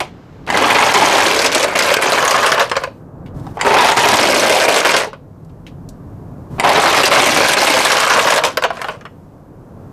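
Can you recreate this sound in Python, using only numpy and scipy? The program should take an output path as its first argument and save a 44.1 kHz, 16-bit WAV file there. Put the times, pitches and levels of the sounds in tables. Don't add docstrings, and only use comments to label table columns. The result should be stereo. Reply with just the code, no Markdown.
import sys
import numpy as np
from scipy import signal
from scipy.fft import rfft, irfft, next_fast_len
from scipy.io import wavfile
from scipy.ndimage import uniform_filter1d, minimum_filter1d, map_coordinates

SR = 44100
rng = np.random.default_rng(int(sys.argv[2]) if len(sys.argv) > 2 else 0)


def store_wav(level_fs):
    pcm = np.round(np.clip(np.atleast_2d(level_fs), -1, 1) * 32767)
    wavfile.write(sys.argv[1], SR, pcm.T.astype(np.int16))


N = 437472
RING_S = np.arange(SR // 8, dtype=np.float32) / SR

# time in seconds, shell level in dB, click level in dB,
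# weight in dB (how far low bands are favoured over high ones).
KNOCKS = [(0.003, -16, -24, 1.5), (0.466, -39.5, -40, 7.5), (0.489, -20, -38.5, 0.5),
          (0.525, -15.5, -29, -0.5), (0.551, -14.5, -26, 2), (0.573, -12.5, -18.5, 10),
          (0.621, -10, -24, 5), (0.702, -10, -13.5, -11.5), (0.747, -16.5, -22.5, -2),
          (0.786, -13.5, -21.5, -1), (0.824, -9, -22.5, -2.5), (0.864, -12, -20.5, 0), (0.941, -6, -8, -4),
          (1.06, -21, -16, -2), (1.151, -10, -16, 0), (1.181, -12.5, -18, -5), (1.263, -13, -10.5, 2.5),
          (1.311, -20.5, -17.5, 2), (1.391, -18.5, -9.5, -1.5), (1.417, -17.5, -20.5, 3),
          (1.444, -6.5, -12, 1.5), (1.461, -22.5, -9, 1.5), (1.518, -29.5, -21, -0.5),
          (1.548, -14.5, -8, 2.5), (1.629, -20, -16, 12.5), (1.754, -10.5, -20.5, 0.5),
          (1.79, -27.5, -11.5, -16), (1.823, -20, -16.5, 2), (1.904, -14, -23.5, 0.5),
          (1.94, -18.5, -10.5, 5), (1.968, -12, -17.5, 4), (2.022, -12, -14.5, 4), (2.063, -18, -22, 10),
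          (2.121, -10.5, -14, 5.5), (2.177, -11.5, -24.5, 1.5), (2.226, -10.5, -22.5, 1.5),
          (2.344, -7.5, -24, 1.5), (2.25, -14, -18, 7.5), (2.278, -15.5, -14, -6),
          (2.309, -13.5, -10, -8.5), (2.359, -18, -25.5, 0), (2.429, -4.5, -11.5, -8),
          (2.463, -10.5, -14.5, -2), (2.519, -9.5, -12.5, -2.5), (2.596, -17.5, -9.5, -9),
          (2.604, -8, -20.5, 2), (3.571, -21, -46, 20), (3.649, -15.5, -35, 14.5),
          (3.664, -8.5, -17.5, 13.5), (3.708, -9.5, -29.5, 9.5), (3.736, -11, -28.5, 9),
          (3.762, -6.5, -25.5, 2.5), (3.786, -6.5, -9.5, -2.5), (3.808, -12, -12.5, -1),
          (3.846, -7.5, -15.5, 6), (3.97, -10, -11, 2.5), (4.036, -5.5, -18.5, -4.5),
          (4.086, -14.5, -13, 1), (4.228, -16, -20, 2), (4.187, -10, -19, -4), (4.453, -18.5, -28, 5),
          (4.496, -10.5, -11.5, 0), (4.601, -16.5, -17.5, -2), (4.65, -14.5, -27, 3),
          (4.681, -9.5, -25, 1.5), (4.763, -13.5, -11.5, 1.5), (4.849, -5.5, -12.5, -6),
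          (4.892, -10, -17.5, -10.5), (4.94, -7.5, -10.5, 0), (4.965, -16.5, -11, -4.5),
          (5.002, -23.5, -27.5, -4.5), (5.034, -20.5, -34.5, -0.5), (5.072, -27.5, -47, 21.5),
          (6.639, -18, -30, 15), (6.646, -9.5, -29.5, 8), (6.692, -9.5, -11.5, 5.5), (6.754, -11, -19.5, 1),
          (6.776, -9.5, -24, 4.5), (6.861, -10.5, -23, 3), (6.968, -5, -9.5, 5.5),
          (7.034, -15.5, -12.5, -6), (7.054, -20.5, -4.5, 1), (7.114, -2.5, -15, -4), (7.16, -6, -22, 1.5),
          (7.22, -12.5, -11.5, 1), (7.362, -10.5, -20.5, -4), (7.404, -8, -35, -4),
          (7.448, -11, -21.5, -5.5), (7.485, -11, -7.5, 3.5), (7.535, -17, -10, -2.5),
          (7.568, -8.5, -15.5, -4), (7.617, -11, -12.5, 4), (7.669, -9.5, -4.5, 1.5),
          (7.701, -15.5, -13, 6), (7.768, -12.5, -21, -2), (7.85, -15.5, -12.5, -2),
          (7.901, -12, -20, -4.5), (7.918, -24.5, -10, -7), (8.0, -14, -11.5, -5.5),
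          (8.032, -13.5, -20.5, -3.5), (8.098, 1.5, 0, -10.5), (8.162, -7.5, -28, -0.5),
          (8.192, -8.5, -15, -13), (8.271, -6.5, -12.5, -8), (8.304, -12, -14, -6.5),
          (8.361, -18, -20, -25), (8.437, -10, -19, -4), (8.449, -16, -13.5, 5)]
# gate opening, arrival at the bowl, arrival at the chute and stop, all in seconds,
# then chatter offset in dB.
RACES = [(0.502, 1.24, 2.08, 2.62, -1.5), (3.612, 4.216, 4.95, 5.0, 0.5), (6.598, 7.238, 7.93, 8.46, 1)]
# frequency in Hz, density in dB per Hz.
TRUCK = [(1590, -5.5), (2700, -3), (5610, -7), (11900, -20), (14300, -28), (15200, -42.5), (15500, -41)]
# pitch ratio, level in dB.
HOLLOW_MODES = [(0.999, 0.5), (1.19, -6.5), (1.8, -11.5)]

START_DELAY_S = 0.035
STOP_DB_PER_S = 315.5


def amp(db):
    return 10 ** (np.asarray(db) / 20)


def unit(x):
    return x / np.sqrt(np.mean(x ** 2) + 1e-20)


def along(points, hz):
    f, v = np.transpose(points)
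    return np.interp(np.log(hz + 1), np.log(f + 1), v)


def at(rows, times):
    s, *cols = np.transpose(rows)
    return [np.interp(times, s, c) for c in cols]


def filtered(x, response):
    m = next_fast_len(N + SR // 2)
    spectrum = rfft(x, m) * response(np.fft.rfftfreq(m, 1 / SR))
    return irfft(spectrum, m)[..., :N]


def wobble(rate):
    knots = rng.standard_normal(int(N * rate / SR) + 4)
    return map_coordinates(knots, [np.arange(N) * rate / SR])


def add(track, times, sounds, pan_db):
    for s, sound, pan in zip(times, sounds, pan_db):
        start = max(round(s * SR), 0)
        part = sound[:N - start]
        track[:, start:start + len(part)] += amp([[pan / 2], [-pan / 2]]) * part


def air(spectrum, side_db):
    mid, side = filtered(rng.standard_normal((2, N)), lambda hz: amp(along(spectrum, hz)))
    return unit(np.array([mid + amp(side_db) * side, mid - amp(side_db) * side]))


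def modes(spectrum, t60, damping, count):
    edges = np.geomspace(max(spectrum[0][0], 20), spectrum[-1][0], count + 1)
    hz = edges[:-1] + np.diff(edges) * rng.random(count)
    life = t60 * (np.maximum(hz, 500) / 1000) ** -damping
    size = amp(along(spectrum, hz)) * np.sqrt(np.diff(edges) / life)
    size, turn, fade = np.float32([size, 2 * np.pi * hz, np.log(1000) / life])[:, :, None]
    decay = np.exp(-np.minimum(fade * RING_S, 20))
    return hz, size * np.sin(turn * RING_S) * decay


def strike(part, db, weight_db=0):
    hz, ringing = part
    lowness = np.clip(np.log2(900 / hz) / 2, -.5, .5)
    third = 3 * np.log2(hz / 20)
    bands = np.maximum(0, 1 - np.abs(np.arange(31)[:, None] - third))
    spot_db = 4.5
    colour_db = spot_db * rng.standard_normal((len(db), len(bands))) @ bands
    colour_db = colour_db + np.outer(weight_db, lowness)
    sounds = np.float32(rng.standard_normal(colour_db.shape) * amp(colour_db)) @ ringing
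    level = np.sqrt(np.mean(sounds[:, :SR // 100] ** 2, axis=1))
    return sounds * np.float32(amp(db) / level)[:, None]


def ring(hz, db, t60, rise_s):
    hz, db, t60 = np.reshape([hz, db, t60], (3, -1, 1))
    varied_db = db + 1.5 * rng.standard_normal(hz.shape)
    size = amp(varied_db) * rng.choice([-1, 1], hz.shape)
    partials = size * amp(-60 * RING_S / t60) * np.sin(2 * np.pi * hz * RING_S)
    sound = np.sum(partials, axis=0) * (1 - np.exp(-RING_S / rise_s))
    return sound / np.sqrt(np.mean(sound[:SR // 100] ** 2))


def town():
    # time in seconds,
    # rumble level in dB, murmur level in dB, hiss level in dB.
    swells = [
        [(0.15, -39.5, -43, -70.5), (0.288, -42, -44.5, -69.5), (0.44, -38, -41.5, -68.5)],
        [(2.98, -44, -41.5, -64.5), (3.11, -42.5, -41, -69.5), (3.24, -38, -38, -67.5)],
        [(5.22, -41.5, -45, -68.5), (5.34, -41.5, -45.5, -67), (6.42, -34, -39.5, -62.5), (7.3, -42, -39, -66)],
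        [(8.6, -43, -38, -66), (9.15, -40, -44.5, -64.5), (9.518, -40, -43, -66.5), (9.9, -35.5, -39, -62.5)],
    ]
    # frequency in Hz, density in dB per Hz.
    rumble_colour = [(13, -39), (22, -12.5), (38, -4), (64, -9.5), (91, 1), (113, -0.5), (168, 0),
                     (226, -9), (252, -7.5), (300, -10), (390, -41.5), (660, -120)]
    murmur_colour = [(140, -25.5), (240, -4.5), (315, -5), (375, -7), (560, -8.5), (826, -14.5),
                     (1080, -16.5), (1280, -22), (1700, -29), (2200, -44.5), (4000, -64), (5200, -84.5),
                     (8800, -120)]
    hiss_colour = [(2000, 4), (3500, -3.5), (7000, -4), (10000, -7.5), (12500, -4), (15000, -11.5)]
    rumble_db, murmur_db, hiss_db = at(np.vstack(swells), np.arange(N) / SR)
    rumble = amp(rumble_db + 1.86 + 1.3 * wobble(1.5)) * air(rumble_colour, side_db=-15.5)
    rumble = rumble * amp([[1.3], [-1.3]])
    murmur = amp(murmur_db + .6 * wobble(1.8)) * air(murmur_colour, side_db=-15.0)
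    return rumble + murmur + amp(hiss_db + 3.0) * air(hiss_colour, side_db=-7.5)


def opening_hiss():
    # time in seconds, level in dB.
    fade = [(0, -53.5), (0.45, -54), (0.7, -90)]
    # frequency in Hz, density in dB per Hz.
    hiss_colour = [(500, -20.5), (1300, 1), (2500, -6.5), (5000, -14), (7500, -22), (10000, -42)]
    return amp(at(fade, np.arange(N) / SR)[0]) * air(hiss_colour, side_db=-12.5)


def place(times):
    carry_s = .3
    crossing_s = 0.14
    route = []
    for gate_s, bowl_s, chute_s, stop_s, *_ in RACES:
        route += [(gate_s - carry_s, 0), (bowl_s - crossing_s, 0), (bowl_s + crossing_s, 1),
                  (chute_s - crossing_s, 1), (chute_s + crossing_s, 2), (stop_s + carry_s, 2)]
    return at(route, times)[0]


def surface(times):
    # plastic shell level in dB, truck chatter level in dB.
    surfaces = [(-12, -17), (-14.5, -17.5), (-14, -20.5)]
    return [np.interp(place(times), np.arange(len(surfaces)), column) for column in np.transpose(surfaces)]


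def airborne(times, lift_db, flight):
    landings = np.append(np.sort(np.transpose(KNOCKS)[0]), np.inf)
    wait = landings[np.searchsorted(landings, times)] - times
    return lift_db * np.exp(-(wait / flight) ** 2)


def shaken(times):
    shake_db, settle_s = 0.5, 0.023
    hits = np.append(-np.inf, np.sort(np.transpose(KNOCKS)[0]))
    since = times - hits[np.searchsorted(hits, times) - 1]
    return shake_db * np.exp(-since / settle_s)


def race_levels(race, times):
    # take-off in seconds, landing in seconds, dip of the shell in dB.
    jumps = [(0.925, 0.933, -8), (1.484, 1.516, -5.5), (1.644, 1.753, -5.5), (1.95, 1.964, -11),
             (1.965, 2.009, -5.5), (2.556, 2.595, -4.5), (3.922, 3.964, -4.5), (4.657, 4.682, -5.5),
             (4.813, 4.842, -3.5), (7.08, 7.108, -6.5), (7.543, 7.563, -7), (8.394, 8.434, -7.5)]
    gather_s, slow_db = 0.16, -9
    chatter_dip = 2.4
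    gate_s, _, _, _, chatter_db = race
    shell, chatter = surface(times)
    slow = np.exp(-np.maximum(times - gate_s - START_DELAY_S, 0) / gather_s)
    dip = sum(db * ((times > off) & (times < landing)) for off, landing, db in jumps)
    stir = shaken(times)
    return shell + stir + dip, chatter + chatter_db + slow_db * slow + stir + chatter_dip * dip


def movements():
    # start in seconds, end in seconds, shell level in dB, chatter level in dB.
    shuffles = [(0, 0.005, -22.5, -31.5), (0.469, 0.527, -22.5, -36.5), (2.719, 2.836, -30.5, -42.5),
                (3.59, 3.637, -20.5, -41.5), (6.581, 6.643, -22, -51), (8.728, 8.926, -32, -43.5)]
    races = [(race[0] + START_DELAY_S, race[3], lambda times, race=race: race_levels(race, times))
             for race in RACES]
    return races + [(start, end, lambda times, db=db: db) for start, end, *db in shuffles]


def contacts(start, end, rate, scatter_db, spread_db):
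    run_out_s = .11
    draw = rng.random((int((end + run_out_s - start) * rate), 3))
    times = start + (np.arange(len(draw)) + draw[:, 0]) / rate
    size_db = -scatter_db * np.log(np.maximum(draw[:, 1], .04))
    size_db = size_db - 10 * np.log10(np.mean(amp(size_db) ** 2))
    size_db = size_db - STOP_DB_PER_S * np.maximum(times - end, 0)
    size_db = size_db + airborne(times, lift_db=-2.0, flight=0.017)
    return times, size_db, spread_db * (2 * draw[:, 2] - 1)


def shell_blows(pieces, times, db, weight_db, pan_db):
    out = np.zeros((2, N))
    piece = np.clip(np.floor(place(times) + rng.random(len(times))), 0, len(pieces) - 1)
    for k, part in enumerate(pieces):
        here = piece == k
        add(out, times[here], strike(part, db[here], weight_db[here]), pan_db[here])
    return out


def resonances(hollows, times, db, pan_db):
    # time in seconds, then the shares
    # of underside, floor and deck in dB.
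    shares = [
        [(0.55, -8, -36, -6), (0.8, -15.5, -27.5, -2.5), (1.08, -10.5, -25.5, -2.5), (1.35, -13, -2.5, -8.5),
         (1.65, -10.5, -4.5, -13), (1.95, -21.5, -3, -13), (2.2, -24, -9, -4.5), (2.6, -28.5, -4, -16)],
        [(3.65, -10.5, -8.5, 0), (4.1, -11.5, -10, -2), (4.32, -5, 0.5, -19), (4.45, -8.5, -1, -5),
         (4.72, -15.5, 1, -6), (4.86, -16.5, -8, -10.5), (5.05, -15.5, -4, -5.5)],
        [(6.64, -12.5, -6.5, 3), (6.9, -14.5, -6, -15.5), (7.15, -13, -7, -9), (7.3, -6.5, -1.5, -12.5),
         (7.55, -13.5, -5, -6.5), (7.9, -29.5, -27, -9.5), (8.05, -20, -16, -14), (8.2, -19.5, -5, -15.5),
         (8.45, -32.5, -2, -9.5)],
    ]
    out = np.zeros((2, N))
    for part, share_db in zip(hollows, at(np.vstack(shares), times)):
        add(out, times, strike(part, db + share_db), pan_db)
    return out


def rolling(pieces, hollows, trucks):
    out = np.zeros((2, N))
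    for start, end, levels in movements():
        times, size_db, pan_db = contacts(start, end, rate=150, scatter_db=2.5, spread_db=1.5)
        shell_db = levels(times)[0] + size_db
        out += shell_blows(pieces, times, shell_db - 4.5, np.zeros(len(times)), pan_db)
        out += resonances(hollows, times, shell_db - 9.0, pan_db)
        for truck in trucks:
            times, size_db, pan_db = contacts(start, end, rate=115, scatter_db=0, spread_db=2)
            chatter_db = levels(times)[1] + size_db
            add(out, times, strike(truck, chatter_db - 5.0), pan_db)
    return out


def jostles():
    per_s, spread_db = 7, 3.5
    shell_over_db, click_over_db = 1.5, 1.5
    weight_spread_db = 5
    rows = []
    for race in RACES:
        times, size_db, _ = contacts(race[0] + START_DELAY_S, race[3], per_s, spread_db, spread_db=0)
        shell_db, chatter_db = race_levels(race, times)
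        weight_db = weight_spread_db * rng.standard_normal(len(times))
        rows += zip(times, shell_db + size_db + shell_over_db, chatter_db + size_db + click_over_db, weight_db)
    return rows


def crack(click_db):
    return strike(modes(TRUCK, t60=0.0015, damping=0, count=90), click_db - 16.0)


def knocks(pieces, hollows, trucks):
    rebound_s, rebound_db = 0.012, -8.5
    aside_db, spread_db = -0.6, 1.6
    times, shell_db, click_db, weight_db = np.transpose([*KNOCKS, *jostles()])
    pan_db = aside_db + spread_db * rng.standard_normal(len(times))
    out = shell_blows(pieces, times, shell_db - 0.7, weight_db, pan_db)
    second = times + rebound_s * (.5 + rng.random(len(times)))
    out += shell_blows(pieces, second, shell_db + rebound_db, weight_db, pan_db)
    out += resonances(hollows, times, shell_db - 5.5, pan_db)
    which = rng.integers(len(trucks), size=len(times))
    for k, truck in enumerate(trucks):
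        own = which == k
        add(out, times[own], strike(truck, click_db[own] - 0.8), pan_db[own])
    add(out, times, crack(click_db), pan_db)
    return out


def gate():
    # frequency in Hz, density in dB per Hz.
    catch_colour = [(300, -13), (600, -7), (1000, 0), (1400, -4), (2000, 2), (2550, -8), (3050, -6),
                    (3600, -17.5), (4650, -9.5), (5400, -14.5), (7200, -11.5), (10000, -25), (15000, -37)]
    # frequency in Hz, level in dB, t60 in seconds.
    catch_modes = [(937, -3, 0.025), (1650, -5, 0.02), (2051, 0, 0.03), (2260, -2, 0.025),
                   (2980, -3, 0.025), (3736, -12, 0.03), (4721, -8, 0.028), (7200, -3, 0.012)]
    snap_db, ring_db, shiver_db = -9.5, -13, -21
    out = np.zeros((2, N))
    times = np.transpose(RACES)[0]
    each, ahead = np.ones(len(times)), np.zeros(len(times))
    snap = modes(catch_colour, t60=.012, damping=0, count=160)
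    shiver = modes(catch_colour, t60=.06, damping=.3, count=160)
    rings = np.array([ring(*np.transpose(catch_modes), rise_s=0.0004) for _ in times])
    sounds = strike(snap, snap_db * each) + amp(ring_db) * rings + strike(shiver, shiver_db * each)
    add(out, times, sounds, ahead)
    return out


def pings():
    # time in seconds, frequency in Hz, level in dB.
    glances = [(0.707, 2466, -17), (0.748, 2420, -15.5), (0.959, 1010, -9), (1.021, 860, -9.5),
               (1.124, 2430, -19.5), (1.916, 532, -12.5), (3.786, 3550, -11), (4.398, 5860, -19),
               (6.754, 3830, -18), (7.034, 2705, -11.5), (7.2, 3555, -16.5), (8.389, 1062, -19.5)]
    t60, pair_ratio, pair_db = 0.06, 1.06, -4
    out = np.zeros((2, N))
    for s, hz, db in glances:
        sound = ring([hz, hz * pair_ratio], [0, pair_db], [t60] * 2, rise_s=0.00036)
        add(out, [s], [amp(db) * sound], [0])
    return out


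def booms(rows, t60, rise_s):
    out = np.zeros((2, N))
    ratio, mode_db = np.transpose(HOLLOW_MODES)
    for s, hz, db in rows:
        add(out, [s], [amp(db) * ring(hz * ratio, mode_db, t60 / ratio, rise_s)], [0])
    return out


def clacks(chute, truck):
    # time in seconds, panel frequency in Hz, panel level in dB, hollow frequency in Hz,
    # hollow level in dB, metal click level in dB.
    blows = [(2.697, 1720, -30, 536, -35, -27.5), (2.715, 1148, -11.5, 504, -29.5, -23),
             (2.755, 1570, -18, 520, -32.5, -40), (2.766, 1083, -11, 542, -12.5, -19.5),
             (2.837, 1035, -17, 512, -23.5, -29), (2.873, 1060, -36, 550, -24, -53.5),
             (3.467, 820, -36.5, 793, -31, -47.5), (5.131, 1055, -30.5, 560, -36, -47.5),
             (8.572, 1082, -11, 614.7, -19, -17), (8.623, 1032, -16, 617, -25, -30),
             (8.638, 1070, -7, 558, -17.5, -15.5), (8.648, 987, -14.5, 680, -17, -28),
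             (8.704, 1036, -20, 684, -19, -36.5), (8.77, 1100, -28.5, 640, -36, -41),
             (8.816, 1096, -19.5, 685, -34, -26.5), (8.844, 1160, -20.5, 800, -25, -37),
             (8.885, 1040, -16, 830, -31, -34.5), (9.01, 1180, -34.5, 710, -46, -49.5),
             (9.053, 1167, -28.5, 686, -42, -50)]
    # frequency in Hz,
    # level in dB, t60 in seconds.
    panel_modes = [(1080, 0, 0.032), (1220, -6, 0.035), (1540, -2, 0.04), (1680, -3, 0.04),
                   (2200, -8, 0.03), (2650, -8, 0.035), (3100, -9, 0.035), (3980, -13, 0.04),
                   (4850, -16, 0.05)]
    hollow_t60, hollow_rise_s = 0.045, 0.005
    dulling = 0.15
    out = np.zeros((2, N))
    mode_hz, mode_db, mode_t60 = np.transpose(panel_modes)
    ratio, ratio_db = np.transpose(HOLLOW_MODES)
    times, _, panel_db, _, _, click_db = np.transpose(blows)
    for s, panel_hz, db, hollow_hz, hollow_db, _ in blows:
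        spot_db = 2.5 * rng.standard_normal(len(panel_modes))
        soft_db = dulling * (db - panel_db.max()) * np.log2(mode_hz / mode_hz[0])
        pitched_hz = mode_hz * panel_hz / mode_hz[0]
        panel = ring(pitched_hz, mode_db + spot_db + soft_db, mode_t60, rise_s=0.00033)
        hollow = ring(hollow_hz * ratio, ratio_db, hollow_t60 / ratio, hollow_rise_s)
        add(out, [s], [amp(db - 4.0) * panel + amp(hollow_db) * hollow], [0])
    ahead = np.zeros(len(times))
    add(out, times, strike(truck, click_db - 0.5) + crack(click_db), ahead)
    for delay_s, loss_db in [(0, -5), (.007, -7.5), (.018, -15)]:
        later = times + delay_s * (.5 + rng.random(len(times)))
        add(out, later, strike(chute, panel_db + loss_db), ahead)
    return out


def ticks():
    # time in seconds, onset level in dB, centre frequency in Hz,
    # t60 in seconds.
    puffs = [(3.261, -44, 2135, 0.12), (3.397, -49, 4980, 0.05), (5.448, -54, 6410, 0.033),
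             (5.496, -58, 3040, 0.079), (5.666, -37.5, 2400, 0.11), (5.889, -37, 5900, 0.05)]
    out = np.zeros((2, N))
    hz = np.fft.rfftfreq(len(RING_S), 1 / SR)
    for s, db, centre, t60 in puffs:
        colour = [(centre / 4, -28), (centre * 0.69, -3), (centre, 0), (centre * 1.6, -5), (centre * 4, -24)]
        noise = rfft(rng.standard_normal(len(RING_S)))
        grit = unit(irfft(noise * amp(along(colour, hz)), len(RING_S)))
        add(out, [s], [grit * amp(db - 60 * RING_S / t60)], [0])
    return out


def fingers():
    # start in seconds, end in seconds,
    # rub level in dB, sway level in dB.
    rubs = [(3.349, 3.571, -43, -33), (6.51, 6.591, -38.5, -30)]
    # frequency in Hz, density in dB per Hz.
    skin = [(300, 7), (900, 12.5), (2500, -10), (7000, -13), (15000, -20)]
    tower = [(20, -11), (35, -7), (60, -8), (95, -1.5), (135, 0.5), (200, -4.5), (400, -9.5), (800, -71)]
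    fade_db_per_s = 1099.5
    t = np.arange(N) / SR
    rub, sway = np.zeros((2, N))
    for start, end, rub_db, sway_db in rubs:
        touch = amp(-fade_db_per_s * np.abs(t - np.clip(t, start, end)))
        rub = rub + amp(rub_db) * touch
        sway = sway + amp(sway_db) * touch
    sliding = rub * amp(2.3 * wobble(60)) * air(skin, side_db=-10.5)
    return sliding + sway * amp(1.5 * wobble(30)) * air(tower, side_db=-15.0)


def surroundings(x, near_db, near_t60, tail_db):
    # frequency in Hz, t60 in seconds.
    wall = [(200, 0.44), (600, 0.23), (1500, 0.19), (4000, .3), (12000, 0.063)]
    near_colour = [(1500, -34.5), (3000, -24), (5500, 2.0), (9000, 9.5), (12000, -6.5)]  # (Hz, dB)
    hop, length = SR // 3, SR // 4
    x, out = np.pad(x, ((0, 0), (hop, 2 * hop))), np.zeros((2, N + 4 * hop))
    for start in range(0, N + hop, hop):
        hz, t, z = signal.stft(rng.standard_normal((2, 2, length)), SR, nperseg=256)
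        near = z[0] * amp(along(near_colour, hz)[:, None] - 60 * t / near_t60)
        tail = z[1] * amp(-60 * t / along(wall, hz)[:, None])
        near, tail = signal.istft(np.array([near, tail]), SR, nperseg=256)[1]
        tail = tail + .5 * tail[::-1]
        near = amp(near_db) * near / np.linalg.norm(near[0])
        answer = near + amp(tail_db) * tail / np.linalg.norm(tail[0])
        windowed = x[:, start:start + 2 * hop] * signal.windows.cosine(2 * hop)
        heard = signal.fftconvolve(windowed, answer, axes=1)
        out[:, start:start + heard.shape[1]] += heard
    return out[:, hop:hop + N]


def scene():
    # frequency in Hz, density in dB per Hz.
    ramp = [(65, -43.5), (110, -9), (206, -22.5), (292, -12), (329, -17.5), (434, 2), (487, -12), (548, 2),
            (653, -4.5), (778, 1.5), (913, -6.5), (982, 1), (1390, -4.5), (2390, -7.5), (3600, -16.5),
            (4680, -21.5), (7920, -120)]
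    bowl = [(76, -56), (130, -27), (156, -26.5), (203, -22.5), (250, -14.5), (467, -2.5), (559, -2),
            (803, -5), (989, -1), (1380, -6.5), (1540, -1), (1930, -10), (2210, -2.5), (3600, -22.5),
            (4680, -21.5), (7920, -120)]
    chute = [(140, -57.5), (230, -34.5), (252, -28), (280, -28.5), (369, -19.5), (428, -3), (558, -3.5),
             (686, -0.5), (753, -7.5), (1080, 3), (1280, -3), (1700, -4), (2000, -11), (2930, -12),
             (3600, -25.5), (4680, -31), (7920, -120)]
    # frequency in Hz, density in dB per Hz.
    underside = [(140, -23.5), (200, -5), (290, -1), (360, 0), (440, -4.5)]
    floor = [(400, -17.5), (450, -10.5), (510, -2.5), (575, 1.5), (645, -3.5), (750, -13.5)]
    deck = [(700, -13), (820, -4.5), (890, -3.5), (980, -4), (1130, -19.5)]
    # time in seconds, frequency in Hz, level in dB.
    thuds = [(1.034, 288.7, -16.5), (1.258, 336, -19.5), (1.366, 318, -23), (1.56, 348, -18.5),
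             (3.968, 454, -15), (4.055, 412, -17.5), (4.203, 347, -20.5), (6.853, 338, -18.5),
             (7.039, 385.6, -16), (7.698, 290, -21), (7.742, 523, -15)]
    # time in seconds, frequency in Hz, level in dB.
    thumps = [(3.346, 60, -33), (3.364, 108, -29), (3.407, 112, -27.5), (3.456, 135, -31),
              (3.508, 115, -26)]
    pieces = [modes(piece, t60=0.079, damping=0.23, count=420) for piece in (ramp, bowl, chute)]
    trucks = [modes(TRUCK, t60=.042, damping=.1, count=560) for _ in range(2)]
    hollows = [modes(hollow, t60=0.12, damping=0, count=30) for hollow in (underside, floor, deck)]
    toys = rolling(pieces, hollows, trucks) + knocks(pieces, hollows, trucks) + gate() + pings()
    toys = toys + booms(thuds, t60=0.063, rise_s=0.003) + clacks(pieces[-1], trucks[0]) + ticks()
    cut_hz = 135
    toys = signal.sosfilt(signal.butter(2, cut_hz, "high", fs=SR, output="sos"), toys)
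    echoes = surroundings(toys, near_db=-13, near_t60=0.11, tail_db=-14.5)
    hand = fingers() + booms(thumps, t60=0.14, rise_s=0.004)
    return town() + opening_hiss() + toys + echoes + hand


def record(dry):
    ceiling, top_hz = .95, 15200
    need = np.minimum(1, ceiling / (np.abs(dry).max(axis=0) + 1e-9))
    gain = uniform_filter1d(minimum_filter1d(need, size=161), size=81)
    return filtered(dry * gain, lambda hz: hz < top_hz)


dry = scene()
out = record(dry)
store_wav(out)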